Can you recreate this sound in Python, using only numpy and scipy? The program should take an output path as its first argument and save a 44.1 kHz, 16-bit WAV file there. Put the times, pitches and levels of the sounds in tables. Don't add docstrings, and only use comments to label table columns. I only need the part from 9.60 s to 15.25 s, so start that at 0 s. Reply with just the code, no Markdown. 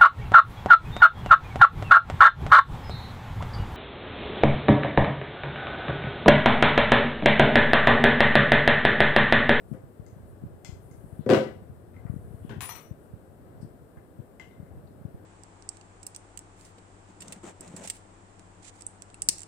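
import sys
import numpy as np
from scipy import signal
from scipy.fft import rfft, irfft, next_fast_len
from scipy.io import wavfile
from scipy.ndimage import map_coordinates

SR = 44100
rng = np.random.default_rng(int(sys.argv[2]) if len(sys.argv) > 2 else 0)


def dump(signal):
    limited = np.clip(np.atleast_2d(signal).T, -1, 1)
    pcm = np.round(limited * 32767).astype(np.int16)
    wavfile.write(sys.argv[1], SR, pcm)


def voltage_ratio(decibels):
    exponent = np.asarray(decibels, float) / 20
    return 10 ** exponent


N = 249165
AFTER = np.arange(SR * 3 // 8) / SR
SCATTER_DB = 1.5
TURN_S, REST_S = 3.07, 3.31

# freq_hz, density_db
ROOM_TONE = [(18, -60), (40, -5), (100, -3.5), (200, -5.5), (370, -4.5), (600, -9.5), (900, -17.5),
             (1600, -21.5), (2400, -34), (6000, -46.5), (12000, -120)]
# freq_hz, correlation
LIKENESS = [(60, 0.67), (130, 0.98), (290, 0.8), (640, 0.34), (1400, 0.014)]
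# freq_hz, t60_s
ROOM_DECAY = [(100, 0.31), (500, 0.35), (2000, 0.37), (6000, 0.35), (14000, 0.36)]
# freq_hz, gain_db
PORT_SHADOW = [(60, 1), (400, -4), (700, -1.5), (1300, -12.5), (2400, -10.5), (4400, -35), (6500, -68),
               (8000, -71), (12500, -42), (13500, -28), (14500, -36)]
# freq_hz, level_db
HISS_LEFT = [(1000, -120), (2500, -8), (6500, -7), (7800, 5.5), (11000, 2), (12500, -10), (13800, 9),
             (16000, -18.5)]
# freq_hz, level_db
HISS_RIGHT = [(1000, -120), (2500, 1), (6500, -6), (9000, -9), (12000, -2), (14000, 2), (16000, -10.5)]
# time_s, buffeting_db
STIR = [(0.0, -60), (0.12, -52), (0.3, -55), (0.7, -50), (1.16, -49), (1.64, -49.5), (1.95, -48),
        (2.3, -54), (2.65, -46.5), (3.0, -48), (3.2, -55), (3.7, -58), (3.95, -52), (4.2, -57), (4.81, -59),
        (5.13, -49), (5.4, -54), (5.65, -46)]
# freq_hz, level_db
GUST = [(15, -25), (40, -8.5), (100, 7), (170, -8.5), (300, -19.5), (600, -47.5), (1500, -120)]
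# start_s, peak_db, pitch_hz
PUFFS_LEFT = [(0.118, -18.5, 207), (0.129, -21, 200), (0.15, -26.5, 198), (0.4, -26.5, 135),
              (0.84, -23.5, 220), (1.094, -27.5, 162), (1.13, -26.5, 100), (1.445, -28, 161),
              (1.531, -27, 130), (1.596, -19, 193), (1.611, -25, 180), (2.102, -29, 141),
              (2.456, -21.5, 144), (2.502, -15.5, 137), (2.527, -27.5, 160), (2.542, -25.5, 232),
              (2.566, -21, 179), (2.713, -30, 130), (2.747, -28.5, 129), (2.851, -24, 255),
              (2.969, -27, 157), (2.984, -25.5, 140), (3.315, -22, 142), (4.032, -25.5, 178),
              (4.05, -27, 178), (4.593, -28, 158), (4.603, -26.5, 159), (5.003, -27.5, 142),
              (5.031, -30, 200), (5.455, -20.5, 161)]
# start_s, peak_db, pitch_hz
PUFFS_RIGHT = [(0.24, -32, 110), (0.42, -34, 111), (0.531, -33, 140), (0.639, -33.5, 100), (0.825, -33, 99),
               (0.853, -28, 142), (0.866, -27.5, 140), (1.316, -33, 157), (2.964, -32, 139),
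               (3.54, -26, 129), (4.006, -31.5, 130), (4.376, -30.5, 109), (5.177, -30.5, 130),
               (5.547, -29, 140)]
EDDIES_PER_S = [14, 7]
# start_s, length_s, level_db
SLEEVE_MOVES = [
    (.06, .12, -70),
    (.65, .1, -71),
    (1.2, .43, -70.5),
    (2.46, .48, -70.5),
    (3.38, .12, -75),
]
# freq_hz, level_db
CLOTH = [(3000, -120), (5000, -37), (7500, -6.5), (9000, 0.5), (11500, 0), (14000, -12.5), (16000, -15)]
# start_s, length_s, center_hz, width_hz, level_db
SCUFFS = [
    (0.11, 0.047, 456, 400, -51.5),
    (0.129, 0.063, 1800, 1400, -70),
    (1.596, 0.088, 3520, 1500, -71.5),
    (2.329, .09, 1980, 900, -70),
    (2.438, 0.083, 1010, 700, -60),
    (2.824, 0.21, 2970, 900, -68.5),
    (4.009, 0.045, 5060, 1300, -66.5),
    (4.013, 0.036, 8500, 900, -64.5),
    (5.27, .015, 4200, 1400, -69),
]
# start_s, crack_db, ring_db
LANDINGS = [
    (3.0074, -25.5, -40.5),
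    (3.021, -32, -42.5),
    (3.039, -44, -61),
    (3.048, -51, -55),
    (3.0922, -29.5, -39),
    (3.154, -35.5, -50),
]
# freq_hz, before_turn_db, after_turn_db, t60_s
STEM_MODES = [(2370, -14, -15, .12), (4180, -17, -10, .15), (5892, -15, -1.5, .4), (5966, -21, -10, .25),
              (8562, -20, -16, .25), (9868, -3.5, -13, .36), (12020, -27, -7, .14), (13485, -5, -1.5, .14),
              (15490, -26, -20, .08)]
# freq_hz, level_db
TAP = [(500, -16.5), (1000, 5.5), (1600, -0.5), (2600, -1.5), (4500, -9), (8000, -10.5), (11000, -16.5),
       (14000, -20.5), (16000, -17.5)]
# start_s, handle_db, lever_db, jaw_db, pin_db
CLICKS = [(0.136, -69, -53, -68, -68), (0.4645, -64, -75, -83, -56.5), (1.0475, -48, -46.5, -45.5, -40.5),
          (1.3124, -64, -63, -79, -57), (2.3426, -72, -54, -80, -79), (2.365, -58, -64, -74, -79),
          (2.4656, -75, -50, -80, -80), (2.8943, -68, -38.5, -47, -57), (2.9117, -68, -39, -49.5, -64),
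          (4.37, -64, -51, -76, -79), (4.7977, -43, -45, -49, -54), (4.9118, -60, -63, -62.5, -76),
          (5.0633, -70, -57, -82, -78)]
# freq_hz, level_db, t60_s
PART_MODES = [
    [(2038, -4, .14), (2066, -.5, .14), (2210, -14, .035)],
    [(1450, -4, .035), (1605, -4, .045), (1200, -10, .02)],
    [(2720, -10, .03), (3000, -4, .05), (3150, -7, .03), (4050, -9, .05)],
    [(5030, -11, .025), (5820, -12, .025), (7110, -5, .035), (7410, -3, .045), (7680, -8, .025),
     (12600, -13, .03)],
]
# center_hz, width_hz
PART_BANDS = [
    (2060, 230),
    (1410, 1070),
    (2970, 1500),
    (6520, 3800),
]
# handle_db, lever_db, jaw_db, pin_db
RING_OVER_RATTLE = [-6, -14, -12, -7]
# start_s, crack_db, boom_db, hardness_db_per_octave
BLOWS = [(1.663, -40.5, -26, -2.5), (1.692, -19, -17.5, -0.5), (1.701, -17.5, -20, 3.5),
         (1.710, -19.5, -20, 2.5), (1.719, -25.5, -16.5, 1), (1.727, -34, -21, -1.5),
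         (1.735, -17, -24.5, 5.5), (1.746, -20.5, -26, 3.5), (1.766, -42, -28.5, 3),
         (2.898, -43, -44, -9.5), (2.926, -53, -46.5, 0), (0.137, -57, -46.5, 1)]
# freq_hz, level_db, t60_s
HULL_MODES = [(94.4, -19.5, .12), (128.3, -6.5, 0.19), (149.3, -15.5, 0.39), (217.3, -4.5, 0.15),
              (259.5, -3.5, 0.1), (306, -4.5, 0.13), (344, 1, .09), (396, 1.5, 0.09), (414, -5.5, 0.11),
              (459, -8.5, 0.065), (520.2, -0.5, 0.16), (557, -7.5, 0.072), (625, -17.5, 0.077),
              (650, -8, .08), (746, -13.5, 0.12), (816, -23.5, 0.077), (977, -19.5, 0.16), (1182, -18, 0.1),
              (1527, -9.5, 0.035), (1700, -24, 0.14), (1957, -14.5, 0.048), (2250, -32, .05)]
# freq_hz, level_db
SKIN = [(200, -31.5), (500, -3), (900, -2), (1500, 0), (2500, -7), (3300, -6.5), (4200, -13.5), (9000, -25),
        (13000, -36.5), (16000, -29)]


def along(points, hz):
    f, v = np.transpose(points)
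    return np.interp(np.log(hz + 1), np.log(f + 1), v)


def filtered(x, response):
    n = x.shape[-1]
    m = next_fast_len(n + 4096)
    spectrum = rfft(x, m) * response(np.fft.rfftfreq(m, 1 / SR))
    return irfft(spectrum, m)[..., :n]


def unit(x):
    return x / np.sqrt(np.mean(x ** 2, axis=-1, keepdims=True) + 1e-20)


def wobble(rate_hz):
    knots = rng.standard_normal(int(N * rate_hz / SR) + 4)
    return map_coordinates(knots, [np.arange(N) * rate_hz / SR])


def noise(spectrum, size=N, channels=2):
    white = rng.standard_normal((channels, size))
    return unit(filtered(white, lambda hz: voltage_ratio(along(spectrum, hz))))


def band(hz, width_hz):
    width = min(width_hz, 0.85 * hz)
    return [(hz / 4, -55), (hz - width * 0.8, -16), (hz - width / 2, -4), (hz, 0),
            (hz + width / 2, -4), (hz + width * 0.9, -17), (hz * 2.5, -45)]


def alike(pair):
    def mid_side(hz):
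        turn = np.arccos(np.clip(along(LIKENESS, hz), -1, 1)) / 2
        return np.array([np.cos(turn), np.sin(turn)])

    mid, side = filtered(pair, mid_side)
    return np.array([mid + side, mid - side])


def in_room(hit, wet_db, far_db):
    hz, t, z = signal.stft(rng.standard_normal((2, len(hit))), SR, nperseg=256)
    decay = voltage_ratio(-60 * t / along(ROOM_DECAY, hz)[:, None])
    tail = signal.istft(z * decay, SR, nperseg=256)[1][:, :len(hit)]
    buildup = 1 - np.exp(-np.arange(len(hit)) / SR / 0.0038)
    tail = alike(tail * buildup)
    wet = signal.fftconvolve(hit[None], tail / np.linalg.norm(tail[0]), axes=1)[:, :len(hit)]
    return hit * voltage_ratio([[0], [far_db]]) + voltage_ratio(wet_db) * wet


def add(out, start_s, hit):
    part = out[:, round(start_s * SR):][:, :hit.shape[1]]
    part += hit[:, :part.shape[1]]


def ring(modes, flutter=0):
    hz, db, t60_s = np.transpose(modes)[:, :, None]
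    sign, scatter, rate, phase = rng.standard_normal((4, len(modes), 1))
    turning = 1 + flutter * np.cos(2 * np.pi * (9 + 3 * rate) * AFTER + phase)
    decay = voltage_ratio(db + SCATTER_DB * scatter - 60 * AFTER / t60_s)
    return np.sum(turning * np.sign(sign) * decay * np.sin(2 * np.pi * hz * AFTER), axis=0)


def crack(spectrum, t60_s, size=2048):
    push = 0.51 * rng.standard_normal(size) * voltage_ratio(-60 * AFTER[:size] / t60_s)
    push[0] += 3
    cepstrum = irfft(np.log(voltage_ratio(along(spectrum, np.fft.rfftfreq(size, 1 / SR)))))
    cepstrum[1:size // 2] *= 2
    cepstrum[size // 2 + 1:] = 0
    burst = irfft(rfft(push) * np.exp(rfft(cepstrum)))
    return np.pad(6.62 * burst / np.linalg.norm(burst), (0, len(AFTER) - size))


def sensor_hiss():
    left = voltage_ratio(-70.5) * noise(HISS_LEFT, channels=1)[0]
    right = voltage_ratio(-75.5) * noise(HISS_RIGHT, channels=1)[0]
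    return np.array([left, right])


def room_tone(stir_db):
    level_db = -51 + 0.15 * (stir_db - stir_db.mean()) + 0.53 * wobble(12)
    return voltage_ratio(level_db) * unit(alike(noise(ROOM_TONE)))


def buffeting(stir_db):
    fast = np.array([wobble(30), wobble(30)])
    slow = np.array([wobble(6.34), wobble(5.73)])
    lumps = voltage_ratio(3 * fast + 1.6 * slow)
    return voltage_ratio(stir_db + np.array([[1.5], [0.3]])) * unit(lumps * noise(GUST))


def eddies(rate_hz, over_db, stir_db):
    slots = np.arange(1, int(N / SR * rate_hz) - 1)
    start_s = (slots + rng.random(len(slots))) / rate_hz
    size, pitch = rng.standard_normal((2, len(slots)))
    peak_db = stir_db[(start_s * SR).astype(int)] + over_db + 2.5 * size
    return list(zip(start_s, peak_db, 145 * 2 ** (0.35 * pitch)))


def puffs(table):
    out = np.zeros(N)
    t = np.arange(-2000, 2000) / SR
    for start_s, db, hz in table:
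        attack = np.exp(-0.5 * (t * hz / 0.28) ** 2)
        release = 1 / np.cosh(t * hz / 0.62)
        shape = np.where(t < 0, attack, release)
        sway = hz * t / np.sqrt(1 + np.maximum(t, 0) * hz * 0.78)
        push = voltage_ratio(db) * shape * np.cos(2 * np.pi * sway + rng.uniform(0, 2 * np.pi))
        out[round((start_s - 0.0015) * SR) - 2000:][:len(t)] += push
    return out


def air_on_ports(stir_db):
    left = puffs(PUFFS_LEFT + eddies(EDDIES_PER_S[0], 13, stir_db))
    right = puffs(PUFFS_RIGHT + eddies(EDDIES_PER_S[1], 12, stir_db))
    return buffeting(stir_db) + np.array([left, right])


def sleeves():
    t = np.arange(N) / SR
    moves = voltage_ratio(-83)
    for start_s, length_s, db in SLEEVE_MOVES:
        edge_s = np.minimum(t - start_s, start_s + length_s - t)
        moves = moves + voltage_ratio(db) * np.clip(edge_s / 0.04, 0, 1)
    return moves * voltage_ratio(0.68 * wobble(25) + 1.5) * noise(CLOTH)


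def scuffs():
    out = np.zeros((2, N))
    for start_s, length_s, hz, width_hz, db in SCUFFS:
        stroke = np.sin(np.pi * np.clip(AFTER / length_s, 0, 1) ** 0.52)
        slide = noise(band(hz, width_hz), size=len(AFTER), channels=1)[0]
        add(out, start_s, in_room(voltage_ratio(db) * stroke * slide, wet_db=-2.5, far_db=-17))
    return out


def stem():
    out = np.zeros((2, N))
    for start_s, crack_db, ring_db in LANDINGS:
        modes = [(hz, before if start_s < TURN_S else after, t60_s)
                 for hz, before, after, t60_s in STEM_MODES]
        tap = voltage_ratio(crack_db) * crack(TAP, t60_s=0.023)
        add(out, start_s, in_room(tap, wet_db=4.5, far_db=3))
        stop = np.clip((REST_S - start_s - AFTER) / 0.08, 0, 1)
        tone = voltage_ratio(ring_db + 0.5) * ring(modes, flutter=0.62) * stop
        add(out, start_s, in_room(tone, wet_db=-1.5, far_db=-13))
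    return out


def gun():
    out = np.zeros((2, N))
    for start_s, *levels_db in CLICKS:
        rattle, rings = np.zeros((2, len(AFTER)))
        for db, ring_db, modes, part in zip(levels_db, RING_OVER_RATTLE, PART_MODES, PART_BANDS):
            rattle = rattle + voltage_ratio(db + 1.5) * crack(band(*part), t60_s=0.013)
            rings = rings + voltage_ratio(db + ring_db + 7) * ring(modes)
        add(out, start_s, in_room(rattle, wet_db=5, far_db=-7))
        add(out, start_s, in_room(rings, wet_db=-2.5, far_db=1))
    return out


def hull():
    out = np.zeros((2, N))
    for start_s, crack_db, boom_db, tilt_db in BLOWS:
        modes = [(hz, db + tilt_db * np.log2(hz / 400), t60_s) for hz, db, t60_s in HULL_MODES]
        boom = ring(modes) * (1 - np.exp(-AFTER / 0.0013))
        blow = voltage_ratio(crack_db) * crack(SKIN, t60_s=0.021) + voltage_ratio(boom_db) * boom
        add(out, start_s, in_room(blow, wet_db=2, far_db=-2))
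    return out


def scene():
    time_s, level_db = np.transpose(STIR)
    stir_db = np.interp(np.arange(N) / SR, time_s, level_db)
    left, right = room_tone(stir_db) + sleeves() + scuffs() + stem() + gun() + hull()
    right = filtered(right, lambda hz: voltage_ratio(along(PORT_SHADOW, hz)))
    return air_on_ports(stir_db) + np.array([left, right])


def low_pass(x):
    return signal.sosfilt(signal.butter(12, 16640, fs=SR, output="sos"), x)


def record(dry):
    rolled_off = filtered(dry, lambda hz: (1j * hz / (1j * hz + 45)) ** 2)
    mix = filtered(rolled_off + sensor_hiss(), lambda hz: hz < 15830)
    return low_pass(mix)


dry = scene()
out = record(dry)
dump(out)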